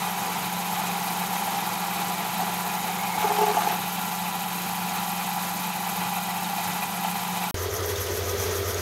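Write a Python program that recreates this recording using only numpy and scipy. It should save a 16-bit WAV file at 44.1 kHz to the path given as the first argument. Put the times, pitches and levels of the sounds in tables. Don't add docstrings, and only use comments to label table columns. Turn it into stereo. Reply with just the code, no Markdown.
import sys
import numpy as np
from scipy import signal
from scipy.fft import rfft, irfft, next_fast_len
from scipy.io import wavfile
from scipy.ndimage import uniform_filter1d, map_coordinates

SR = 44100
rng = np.random.default_rng(int(sys.argv[2]) if len(sys.argv) > 2 else 0)


def transcribe(u):
    v = np.clip(np.atleast_2d(u).T, -1, 1)
    q = np.round(v * 32767).astype(np.int16)
    wavfile.write(sys.argv[1], SR, q)


def volts(x):
    e = np.asarray(x, float) / 20
    return 10 ** e


N = 388521

STOP_S, RESUME_S, RESUME_AT_S, SLOW = 7.5102, 7.5433, 7.533, 0.5
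SLOW_DB, SLOW_HUM_DB = -0.16, 3.5
TOP_HZ = 15760

# time_s, speed_turns_per_s
SPINDLE_SPEED = [(0, 14.888), (3.3, 14.888), (3.5, 14.909), (9, 14.909)]
FIRST_TURN, GEAR_CONTACTS = 0.255, 66.357
# multiple_of_spindle, level_db (rms)
SHAFT_TONES = [(7, -60), (8, -67.5), (9, -59.5), (10, -58), (12, -38.5), (14, -50.5)]
# multiple_of_mesh, level_db (rms)
MESH_TONES = [(1, -42), (2, -54), (3, -54.5)]
# multiple_of_mains, level_db (rms)
MAINS_TONES = [(4, -47), (16, -39.5)]
MAINS_HZ = 49.98
HUM_PHASE_GAP_RAD = 0.035

# frequency_hz, level_db (per Hz)
BED_RUMBLE = [(25, -109), (60, -83.5), (110, -72), (190, -65), (215, -68), (270, -74), (440, -72),
              (600, -76.5), (1100, -68.5), (1800, -74.5), (3500, -76), (6000, -87), (9000, -100)]
# centre_hz, width_hz, level_db (per Hz)
CASING_MODES = [(725.5, 91, -60), (860, 70.5, -55), (1102, 100, -67.5), (1170, 55, -63), (1373, 41, -63.5),
                (1536, 41, -71.5), (1680, 28, -68), (1970, 104, -70), (2296, 37, -66.5), (2460, 38, -63),
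                (2552, 39, -71), (2658, 38, -67), (2995, 88, -72), (3190, 120, -72), (3754, 79, -69.5),
                (4020, 51, -68.5), (4410, 25, -74)]

# frequency_hz, level_db (per Hz)
HISS_LOW_ZONE = [(2500, -92), (4500, -77), (5700, -78.5), (6600, -74.5), (7200, -76.5), (8500, -77.5),
                 (10000, -78), (12000, -85)]
HISS_MID_ZONE = [(8000, -101), (10200, -81.5), (11400, -74.5), (12000, -76), (12500, -74.5), (13400, -77),
                 (14200, -77.5), (16000, -86.5), (19000, -95)]
HISS_TOP_ZONE = [(14000, -94), (17000, -81), (19500, -82), (22500, -76), (25000, -73), (27000, -77),
                 (29000, -79), (33000, -98)]
# multiple_of_spindle, depth_db, phase_rad
SWELL_LOW = [(1, 0.7, -2), (2, .5, 0.3)]
SWELL_MID = [(1, 2.3, -0.14), (2, 1.8, -2.5), (3, 1.1, -1.4)]
SWELL_TOP = [(1, 3.9, -.5)]
# centre_hz, width_hz, level_db (relative to CHUCK_DB)
CHUCK_RINGS = [(9800, 110, -4), (10700, 76, -1), (10850, 91, -1), (11400, 120, -2), (12000, 160, 0.5),
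               (12500, 110, 1), (13000, 200, 0.5), (13520, 110, 4), (13850, 90, -2), (14350, 150, -5)]
CHUCK_DB, UPPER_HZ = -76, 12800
# machine_time_s, level_db
UPPER_RINGS = [(0, -5), (1.7, -4), (3.7, 3), (5.5, -1), (9, -5)]
# pitch_hz, scatter_hz, level_db (typical, before onset), angle_turns (crowding)
RACE_SQUEAKS = [(6600, 170, -37.5, .25), (7400, 430, -39, .05), (11270, 180, -43, 0.033),
                (12300, 270, -36, .97), (13100, 320, -31, .65), (23100, 500, -36, 0.13),
                (25200, 500, -34, .05)]

# centre_hz, width_hz, level_db (relative)
POST_MODES = [(414, 124, -9), (720, 55, -2), (870, 74, 3.5), (1290, 340, -10), (1680, 210, -10.5),
              (3000, 1440, -19), (6250, 3600, -22)]
# centre_hz, width_hz, level_db (relative)
EDGE_MODES = [(2210, 130, 0), (2326, 140, -3)]
# start_s, level_db (before the ring's 4 dB trim)
STRONG_SLIPS = [(2.407, -17.5), (3.241, -16), (3.29, -18), (3.331, -28), (3.384, -13), (3.413, -9.5),
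                (3.431, -12), (3.467, -13), (3.492, -15), (3.514, -16), (3.568, -9.5), (3.659, -14),
                (3.711, -14)]
# pitch_hz, level_db (relative), t60_s
SHANK_MODES = [(418, 0, 0.088), (704, -5, 0.096), (770, -5, 0.092), (849, 1, 0.1), (920, -11, 0.051),
               (1180, -8, 0.041)]
GROWL_DB, DRAG_DB = -61.5, -54.5
DRAG_AT_S, DRAG_RISE_S, LIFT_AT_S, LIFT_DB_PER_S = 3.15, 0.08, 3.73, 400
SQUEAL_DB, SQUEAL_TOP_DB = -72, -62
SQUEAL_AT_S, SQUEAL_RISE_DB_PER_S, SQUEAL_FALL_DB_PER_S = 3.17, 20, 18
SMALL_SLIPS, SMALL_SLIP_DB, SMALL_SLIP_SCATTER_DB = 14, -19, 2.5
PRESSED_FROM_S, PRESSED_TO_S = 3.23, 3.53
PRESSED_DB, FREE_DB = -10, -36
LOW_HELD = 0.55

# start_s, level_db (before a 5 dB trim), pitch_hz
BEARING_TICKS = [(3.7183, -18, 13000), (5.9652, -20, 13000), (7.7397, -20, 12700), (7.7644, -21, 6030),
                 (7.8599, -19, 12900), (7.9572, -21.5, 3660), (8.294, -20, 6090), (8.3992, -18, 6080),
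                 (8.7449, -18, 6600)]

# frequency_hz, left_right_likeness
LIKENESS = [(30, 0.94), (120, 0.99), (800, 0.98), (2200, .88), (5000, 0.63), (9000, .48), (12500, 0.22),
            (17000, 0.23), (27000, .55), (30000, .25)]
# frequency_hz, lead_rad
LEFT_LEAD = [(4000, .05), (8000, .35), (10500, .1), (11800, 1.2), (12500, -.5), (13100, .3), (13800, 2.1),
             (27000, 2.6)]
# frequency_hz, left_over_right_db
BALANCE = [(300, -0.8), (5000, -0.5), (11000, -0.6), (13200, -6), (15500, -1), (18000, 4), (24000, -1.5)]


def along(points, hz):
    f, v = np.transpose(points)
    return np.interp(np.log(hz + 1), np.log(f + 1), v)


def wobble(clock, rate):
    knots = rng.standard_normal(int(10 * rate) + 4)
    return map_coordinates(knots, [clock * rate])


def modes(table):
    def response(f):
        total = 0
        for k, (centre, width, db) in enumerate(table):
            resonance = 1j * f * width / (centre ** 2 - f ** 2 + 1j * f * width)
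            total = total + (-1) ** k * volts(db) * resonance
        return total
    return response


def shake(n, speed, patchy_db, spiky_db):
    size = int(256 / speed)
    z = signal.stft(rng.standard_normal((2, n)), nperseg=size)[2]
    field = rng.standard_normal(z.shape[1:])
    for axis in (0, 1):
        field = uniform_filter1d(field, size=5, axis=axis)
    patchy = z * volts(patchy_db * field / field.std())
    pair = signal.istft(patchy, nperseg=size)[1][:, :n]
    grain = uniform_filter1d(rng.standard_normal(n), size=int(40 / speed))
    pair = pair * volts(spiky_db * grain / grain.std())
    return pair / pair.std()


def heard(pair, response, speed):
    m = next_fast_len(pair.shape[1] + 8192)
    hz = np.fft.rfftfreq(m, speed / SR)
    a, b = rfft(pair, m) * response(hz) * np.sqrt(SR / 2 / speed)
    turn = np.arccos(np.clip(along(LIKENESS, hz), -1, 1)) / 2
    mid, side = a * np.cos(turn), b * np.sin(turn)
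    tilt = volts(along(BALANCE, hz) / 2) * np.exp(0.5j * along(LEFT_LEAD, hz))
    return irfft([(mid + side) * tilt, (mid - side) / tilt], m)[:, :pair.shape[1]]


def hum(clock, turns, low_db):
    mains = MAINS_HZ * clock
    stacks = [(SHAFT_TONES, turns, low_db), (MESH_TONES, GEAR_CONTACTS * turns, 0),
              (MAINS_TONES[:1], mains, low_db), (MAINS_TONES[1:], mains, 0)]
    ports = np.array([[HUM_PHASE_GAP_RAD / 2], [-HUM_PHASE_GAP_RAD / 2]])
    out = 0
    for table, cycles, lift_db in stacks:
        for k, db in table:
            waver_db = 0.7 * wobble(clock, 3.5) + 1.23 * wobble(clock, 24)
            phase = 2 * np.pi * (round(k) * cycles + rng.random()) + ports
            out = out + volts(db + lift_db + waver_db) * np.sin(phase)
    return np.sqrt(2) * out


def casing(clock, unsteady_db, speed):
    n = len(clock)
    rattle_db = 0.5 * unsteady_db + 1.24 * wobble(clock, 40)
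    rattle = volts(rattle_db) * shake(n, speed, patchy_db=1.5, spiky_db=2.5)
    bed_db = 0.35 * unsteady_db + 0.83 * wobble(clock, 9)
    bed = volts(bed_db) * shake(n, speed, patchy_db=1.26, spiky_db=0.7)
    rumble = heard(bed, lambda hz: volts(along(BED_RUMBLE, hz)), speed)
    return heard(rattle, modes(CASING_MODES), speed) + rumble


def chuck(clock, drive_db, speed):
    drive = volts(CHUCK_DB + drive_db) * shake(len(clock), speed, patchy_db=2.0, spiky_db=0.0)
    rings = modes(CHUCK_RINGS)
    lower = heard(drive, lambda hz: rings(hz) * (hz < UPPER_HZ), speed)
    upper = heard(drive, lambda hz: rings(hz) * (hz >= UPPER_HZ), speed)
    return lower + volts(np.interp(clock, *np.transpose(UPPER_RINGS))) * upper


def bearings(clock, turns, unsteady_db, speed):
    def swell(table):
        return sum(db * np.cos(2 * np.pi * round(k) * turns + rad) for k, db, rad in table)

    out = chuck(clock, 1.3 * swell(SWELL_MID) + unsteady_db, speed)
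    zones = [(HISS_LOW_ZONE, SWELL_LOW), (HISS_MID_ZONE, SWELL_MID), (HISS_TOP_ZONE, SWELL_TOP)]
    for colour, table in zones:
        noise = shake(len(clock), speed, patchy_db=0.85, spiky_db=1.17)
        swelling = volts(swell(table) + unsteady_db) * noise
        out = out + heard(swelling, lambda hz: volts(along(colour, hz)), speed)
    return out


def squeaks(turns, speed):
    out, t = np.zeros((2, len(turns) + 512)), np.arange(512) * speed / SR
    whole = np.repeat(np.arange(int(turns[0]) + 1, int(turns[-1])), repeats=3)
    for centre_hz, scatter_hz, db, angle in RACE_SQUEAKS:
        if centre_hz * speed > TOP_HZ:
            continue
        late, pitch, size, pan = rng.standard_normal((len(whole), 4)).T[..., None]
        start = np.interp(whole[:, None] + angle + 0.13 * late, turns, np.arange(len(turns))).astype(int)
        envelope = volts(db + 5.1 * size - 60 * t / 0.0098) * (1 - np.exp(-t / 0.0004))
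        squeak = envelope * np.sin(2 * np.pi * (centre_hz + scatter_hz * pitch) * t)
        places = (start + np.arange(512)).ravel()
        for side, port in zip((0.5, -0.5), out):
            gain = volts(side * (along(BALANCE, centre_hz) + 5 * pan))
            if side < 0:
                gain = gain * np.sign(pan)
            port += np.bincount(places, (gain * squeak).ravel(), len(port))
    return out[:, :len(turns)]


def machine(clock, speed, low_db):
    fine = np.arange(0, 9, 1 / SR)
    turns_per_s = np.interp(fine, *np.transpose(SPINDLE_SPEED))
    turns = np.interp(clock, fine, FIRST_TURN + np.cumsum(turns_per_s) / SR)
    unsteady_db = 0.5 * wobble(clock, 8) + 0.35 * wobble(clock, 17) + 0.64 * wobble(clock, 80)
    out = hum(clock, turns, low_db) + casing(clock, unsteady_db, speed)
    return out + bearings(clock, turns, unsteady_db, speed) + squeaks(turns, speed)


def cut():
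    n = 4 * SR
    clock, t = np.arange(n) / SR, np.arange(SR // 5) / SR
    lifted_db = LIFT_DB_PER_S * np.maximum(clock - LIFT_AT_S, 0)
    growl_db = np.interp(clock, [DRAG_AT_S, DRAG_AT_S + DRAG_RISE_S], [GROWL_DB, DRAG_DB]) - lifted_db
    tearing = volts(0.85 * wobble(clock, 25.0)) * shake(n, 0.96, patchy_db=2.5, spiky_db=3)
    out = heard(volts(growl_db) * tearing, modes(POST_MODES), 0.98)

    away = clock - SQUEAL_AT_S
    swell_db = SQUEAL_TOP_DB + np.minimum(SQUEAL_RISE_DB_PER_S * away, -SQUEAL_FALL_DB_PER_S * away)
    squeal_db = np.maximum(swell_db, SQUEAL_DB) - lifted_db
    squeal = volts(squeal_db) * shake(n, 1, patchy_db=2.5, spiky_db=1.0)
    out += heard(squeal, modes(EDGE_MODES), 0.98)

    place = (np.arange(SMALL_SLIPS) + rng.random(SMALL_SLIPS)) / SMALL_SLIPS
    small_s = DRAG_AT_S + place * (LIFT_AT_S - DRAG_AT_S)
    small_db = rng.normal(SMALL_SLIP_DB, SMALL_SLIP_SCATTER_DB, SMALL_SLIPS)
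    for s, db in [*STRONG_SLIPS, *zip(small_s, small_db)]:
        extras = rng.normal(0, 1.8, len(SHANK_MODES))
        pressed = PRESSED_FROM_S < s < PRESSED_TO_S
        extras[0] += (PRESSED_DB if pressed else FREE_DB) - LOW_HELD * db
        ring = 0
        for (hz, level, t60), extra in zip(SHANK_MODES, extras):
            detune = 1 + 0.014 * rng.standard_normal()
            cycles = hz * (s + detune * t)
            ring = ring + volts(level + extra - 60 * t / t60) * np.sin(2 * np.pi * cycles)
        onset = 1 - np.exp(-t / 0.0044)
        out[:, round(s * SR):][:, :len(t)] += volts(db - 4.0) * onset * ring
    return np.pad(out, [(0, 0), (0, N - n)])


def bearing_ticks():
    out, t = np.zeros((2, N + SR)), np.arange(SR // 40) / SR
    for s, db, hz in BEARING_TICKS:
        puff = np.diff(rng.standard_normal((2, len(t) + 1))) * 0.34
        ring = 0.77 * np.sin(2 * np.pi * hz * t)
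        out[:, round(s * SR):][:, :len(t)] += volts(db - 5 - 60 * t / 0.038) * (ring + puff)
    return out[:, :N]


def scene():
    stop, resume = round(STOP_S * SR), round(RESUME_S * SR)
    out = cut() + bearing_ticks()
    out[:, :stop] += machine(np.arange(stop) / SR, 1, low_db=0)
    out[:, stop:resume] = 0
    since = np.arange(N - resume) / SR
    snap_db = 12 * np.exp(-since / 0.001)
    slow = machine(RESUME_AT_S + SLOW * since, SLOW, SLOW_HUM_DB)
    out[:, resume:] += volts(SLOW_DB + snap_db) * slow
    return out


def roll_off(x):
    return signal.sosfilt(signal.butter(12, 16580, fs=SR, output="sos"), x)


def record(dry):
    m = next_fast_len(N)
    passed = np.fft.rfftfreq(m, 1 / SR) < TOP_HZ
    narrow = irfft(rfft(dry, m) * passed, m)[:, :N]
    return roll_off(narrow)


dry = scene()
out = record(dry)
transcribe(out)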